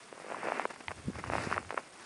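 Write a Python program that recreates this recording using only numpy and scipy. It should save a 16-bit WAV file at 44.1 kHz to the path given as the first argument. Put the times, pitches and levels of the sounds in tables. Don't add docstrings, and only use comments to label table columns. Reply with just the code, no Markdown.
import sys
import numpy as np
from scipy import signal
from scipy.io import wavfile

SR = 44100
rng = np.random.default_rng(int(sys.argv[2]) if len(sys.argv) > 2 else 0)


def inscribe(sig):
    pcm = np.round(np.clip(np.atleast_2d(sig).T, -1, 1) * 32767)
    wavfile.write(sys.argv[1], SR, pcm.astype(np.int16))


N = 90404
TIME = np.arange(N) / SR

# start_s, peak_level_db, pitch_hz, resonance_q (no unit)
SNOW_SLIPS = [(0.1268, -31, 450, 1.64), (0.1778, -36.5, 480, 1.6), (0.1996, -36, 550, 2),
              (0.2197, -40, 640, 2.8), (0.2448, -35.5, 477, 4.2), (0.2645, -34.5, 494, 2.5),
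              (0.2842, -32.5, 494, 2), (0.296, -45, 520, 2), (0.3021, -27.5, 463, 1.3),
              (0.3142, -30, 680, 3.9), (0.3213, -25, 500, 1.2), (0.3451, -27.5, 1050, 8.4),
              (0.368, -31.5, 560, 2.3), (0.4317, -26.5, 860, 3.1), (0.445, -30, 415, 2),
              (0.454, -25, 410, 1.7), (0.4632, -41, 1500, 1.2), (0.4717, -21, 550, 1.5),
              (0.4854, -20, 540, 1.4), (0.501, -25.5, 640, 1.4), (0.5205, -17.5, 755, 1.9),
              (0.5963, -16.5, 765, 1.7), (0.6533, -16.5, 985, 4.2), (0.6546, -20, 420, 1.8),
              (0.7607, -36, 1000, 1.7), (0.9078, -28.5, 920, 2.8), (0.9157, -27, 860, 1.3),
              (1.1332, -37, 1500, 2), (1.156, -32, 820, 1.4), (1.1864, -33, 380, 2.5),
              (1.2395, -24, 1080, 3.4), (1.2457, -41, 2000, 1.6), (1.2622, -32, 670, 0.79),
              (1.2998, -19, 550, 1.1), (1.3217, -27, 670, 2), (1.3352, -17.5, 656, 1.15),
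              (1.3531, -18.5, 720, 2.3), (1.3634, -24.5, 696, 0.87), (1.3823, -18, 1010, 1.2),
              (1.5137, -21.5, 640, 0.91), (1.5262, -14.5, 1220, 3.3), (1.5425, -23.5, 1810, 4),
              (1.5633, -24.5, 780, 1.6), (1.5695, -24.5, 587, 1.8), (1.5788, -15.5, 1310, 3.1),
              (1.5803, -24.5, 590, 1.1), (1.6283, -38, 800, 0.99), (1.6488, -34.5, 1300, 1.6),
              (1.6934, -32, 1990, 0.78), (1.7062, -21, 794, 0.81), (1.7148, -32, 1150, 1.5),
              (1.7251, -30, 474, 2), (1.7296, -32.5, 630, 1.6), (1.7435, -27, 444, 2.1),
              (1.7751, -21.5, 615, 0.89), (1.7773, -15.5, 1200, 3), (1.7857, -32, 615, 2.1),
              (1.7932, -32, 770, 1.1)]
# time_s, crunch_level_db
FIRST_TREAD = [(.08, -63), (.27, -51.5), (.32, -44.5), (.41, -45), (.47, -39), (.58, -41), (.645, -41.5),
               (.664, -70)]
SECOND_TREAD = [(1.285, -54), (1.33, -39.5), (1.43, -40.5), (1.52, -41.5), (1.575, -43.5), (1.6, -48.5),
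                (1.67, -73)]
THIRD_TREAD = [(1.93, -70), (1.98, -55.5), (2.06, -53.5)]
# centre_s, half_length_s, crunch_level_db
BOOT_SCUFFS = [(0.709, 0.01, -40.5), (0.74, 0.0073, -47), (.761, 0.0071, -51), (0.809, 0.0058, -44.5),
               (0.897, 0.0072, -50), (0.915, 0.0068, -39.5), (0.984, 0.0063, -48.5), (1.156, 0.014, -47.5),
               (1.192, 0.014, -42), (1.246, 0.012, -49), (1.275, 0.0086, -42.5), (1.709, 0.0048, -41),
               (1.744, 0.0052, -49), (1.785, 0.026, -47)]
# time_s, hiss_level_db
POWDER_HISS = [(.2, -72), (.32, -59), (.41, -68), (.46, -57), (.6, -55), (.65, -58), (.67, -86),
               (1.305, -64), (1.322, -49.5), (1.345, -48.5), (1.39, -51), (1.44, -47.5), (1.475, -54.5),
               (1.51, -50), (1.58, -57.5), (1.63, -83), (1.93, -82), (1.99, -60), (2.06, -59)]
# start_s, strength_db, tilt_db_per_octave
HARD_TICKS = [(0.882, 0.5, -1.5), (1.7083, -27, 19.5)]
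# pitch_hz, level_db (before strength and tilt), time_to_fall_60_db_s
TICK_TONES = [(904, -30.5, 0.019), (2040, -24.5, 0.013), (2520, -27.5, 0.01), (3170, -29, 0.0077),
              (4650, -33.5, 0.0029)]
# time_s, level_db
HANDLING_RUMBLE = [(.85, -81), (.89, -48), (.94, -58.5), (.99, -48), (1.025, -64), (1.08, -36),
                   (1.135, -59), (1.16, -45), (1.24, -51.5), (1.28, -41), (1.37, -41), (1.5, -48.5),
                   (1.6, -48.5), (1.64, -59), (1.69, -52.5), (1.76, -82)]
# start_s, peak_level_db, pitch_hz, resonance_q (no unit)
MICROPHONE_KNOCKS = [(1.081, -24.5, 199, 4), (1.098, -28.5, 259, 1.7), (1.47, -25.5, 200, 1.33)]
# pitch_hz, level_db (per Hz)
CRUNCH_COLOUR = [(60, -45), (120, -16.5), (270, -0.5), (550, -3), (1000, -3), (1900, -5.5), (2600, -9.5),
                 (3400, -30.5), (5000, -71)]
POWDER_COLOUR = [(1500, 5), (3300, -8.5), (4800, 0), (6500, -6.5), (8500, -8.5), (11000, -11)]
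RUMBLE_COLOUR = [(25, -28), (48, -18), (68, -3), (90, 2.5), (140, -5), (220, -8.5), (350, -12.5),
                 (700, -45)]
AIR_COLOUR = [(30, -14), (80, -12), (140, -3.5), (350, -1.5), (700, -2), (1200, -4), (2000, -6),
              (3000, -10.5), (4400, -14.5), (5500, -10), (6700, -15.5), (11000, -17.5)]

CRUNCH_GRAINS_PER_S, POWDER_GRAINS_PER_S, GRAIN_SPREAD_DB = 3200, 7200, 2.5
CLUMP_DB, CLUMP_RATE_HZ = 1.5, 190
SCUFF_POWDER_DB = -12.5
CRUNCH_FLICKER_DB, POWDER_FLICKER_DB, RUMBLE_FLICKER_DB, AIR_FLICKER_DB = 1.6, 1.8, 1.5, 1.52
SLIP_LOW_HZ, SLIP_SOFT_HZ, SNOW_MUFFLE_HZ = 423, 1950, 2880
KNOCK_LOW_HZ, KNOCK_SOFT_HZ, KNOCK_MUFFLE_HZ = 70.4, 700, 542
AIR_DB = -54
BUZZ_PER_S, BUZZ_START_S, BUZZ_WIDTH_S = 60.0, .0083, 0.00063
BUZZ_HZ, BUZZ_JITTER_RAD = 8530, .6
BUZZ_DB, BUZZ_FLICKER_DB = -50, 2.0
CUTOFF_HZ = 10950


def boots():
    load = gain_curve(FIRST_TREAD) + gain_curve(SECOND_TREAD) + gain_curve(THIRD_TREAD)
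    scuffs = np.zeros(N)
    for centre_s, half_s, level_db in BOOT_SCUFFS:
        scuffs += from_db(level_db) * np.exp(-((TIME - centre_s) / half_s) ** 2)
    clumps = from_db(CLUMP_DB * drift(CLUMP_RATE_HZ))
    crunch_grains = [clumps * grains(CRUNCH_GRAINS_PER_S, GRAIN_SPREAD_DB) for _ in range(2)]
    crunch = coloured(crunch_grains, CRUNCH_COLOUR, CRUNCH_FLICKER_DB)
    powder_grains = [clumps * grains(POWDER_GRAINS_PER_S, GRAIN_SPREAD_DB) for _ in range(2)]
    powder = coloured(powder_grains, POWDER_COLOUR, POWDER_FLICKER_DB)
    powder_gain = gain_curve(POWDER_HISS) + scuffs * from_db(SCUFF_POWDER_DB)
    slips = pulses(SNOW_SLIPS, SLIP_LOW_HZ, SLIP_SOFT_HZ, SNOW_MUFFLE_HZ)
    return (load + scuffs) * crunch + powder_gain * powder + slips


def ticks():
    out = np.zeros(N)
    second_tone_hz = TICK_TONES[1][0]
    for start_s, strength_db, tilt_db in HARD_TICKS:
        age = np.maximum(TIME - start_s, 0)
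        for k, (pitch_hz, tone_db, fall_s) in enumerate(TICK_TONES):
            level_db = strength_db + tone_db + tilt_db * np.log2(pitch_hz / second_tone_hz)
            fading = from_db(level_db - 60 * age / fall_s)
            sign = (-1) ** k
            out += sign * fading * np.sin(2 * np.pi * pitch_hz * age)
    return out


def handling():
    noise = rng.standard_normal((2, N))
    rumble = gain_curve(HANDLING_RUMBLE) * coloured(noise, RUMBLE_COLOUR, RUMBLE_FLICKER_DB)
    return rumble + pulses(MICROPHONE_KNOCKS, KNOCK_LOW_HZ, KNOCK_SOFT_HZ, KNOCK_MUFFLE_HZ)


def air_hiss():
    noise = rng.standard_normal((2, N))
    return from_db(AIR_DB) * coloured(noise, AIR_COLOUR, AIR_FLICKER_DB)


def electronic_buzz():
    cycles = (TIME - BUZZ_START_S) * BUZZ_PER_S
    from_burst_s = ((cycles + .5) % 1 - .5) / BUZZ_PER_S
    envelope = np.exp(-(from_burst_s / BUZZ_WIDTH_S) ** 2)
    tone = np.sin(2 * np.pi * BUZZ_HZ * from_burst_s + BUZZ_JITTER_RAD * drift(40))
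    return from_db(BUZZ_DB + BUZZ_FLICKER_DB * drift(15)) * envelope * tone


def from_db(db):
    return 10 ** (np.asarray(db) / 20)


def rms_one(x):
    return x / np.sqrt(np.mean(x ** 2) + 1e-20)


def gain_curve(rows):
    time_s, level_db = np.transpose(rows)
    return from_db(np.interp(TIME, time_s, level_db, left=-120, right=-120))


def butter(x, hz, kind, order):
    sections = signal.butter(order, hz, kind, fs=SR, output="sos")
    return signal.sosfilt(sections, x + 1e-18)


def drift(rate_hz):
    step = 40
    memory = np.exp(-2 * np.pi * rate_hz * step / SR)
    noise = rng.standard_normal(N // step + 2002)
    slow = signal.lfilter([1], [1, -2 * memory, memory ** 2], noise)[2000:]
    return np.interp(np.arange(N) / step, np.arange(len(slow)), rms_one(slow))


def grains(per_s, spread_db):
    size_db = spread_db * np.minimum(rng.exponential(1, N), 5)
    sizes = from_db(size_db) * rng.choice([-1, 1], N)
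    return sizes * (rng.random(N) < per_s / SR)


def coloured(sources, colour, flicker_db):
    hz, db = np.transpose(colour)
    edges = 22 * 2 ** (np.arange(29) / 3)
    out, together = 0, drift(38)
    for k, (low, high) in enumerate(zip(edges, edges[1:])):
        log_middle = np.log(low * high) / 2
        level_db = np.interp(log_middle, np.log(hz), db, left=-70)
        band = butter(sources[k % 2], [low, high], "band", order=3)
        flicker = 0.64 * together + 0.76 * drift(24)
        out = out + band * from_db(level_db + flicker_db * flicker)
    return rms_one(out)


def pulses(rows, low_hz, soft_hz, muffle_hz):
    out = np.zeros(N + SR)
    kick = butter(signal.unit_impulse(SR // 10), soft_hz, "low", order=1)
    for start_s, peak_db, pitch_hz, q in rows:
        ring = signal.lfilter(*signal.iirpeak(pitch_hz, q, SR), kick)
        thinned = butter(ring, low_hz, "high", order=1)
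        pulse = butter(thinned, muffle_hz, "low", order=8)
        start = int(start_s * SR)
        out[start:start + len(kick)] -= from_db(peak_db) * pulse / np.abs(pulse).max()
    return out[:N]


def scene():
    background = air_hiss() + electronic_buzz()
    return (boots() + ticks() + handling() + background)[None]


def record(dry):
    steep_cut = signal.ellip(12, .2, 70, CUTOFF_HZ, fs=SR, output="sos")
    return signal.sosfilt(steep_cut, dry)


dry = scene()
out = record(dry)
inscribe(out)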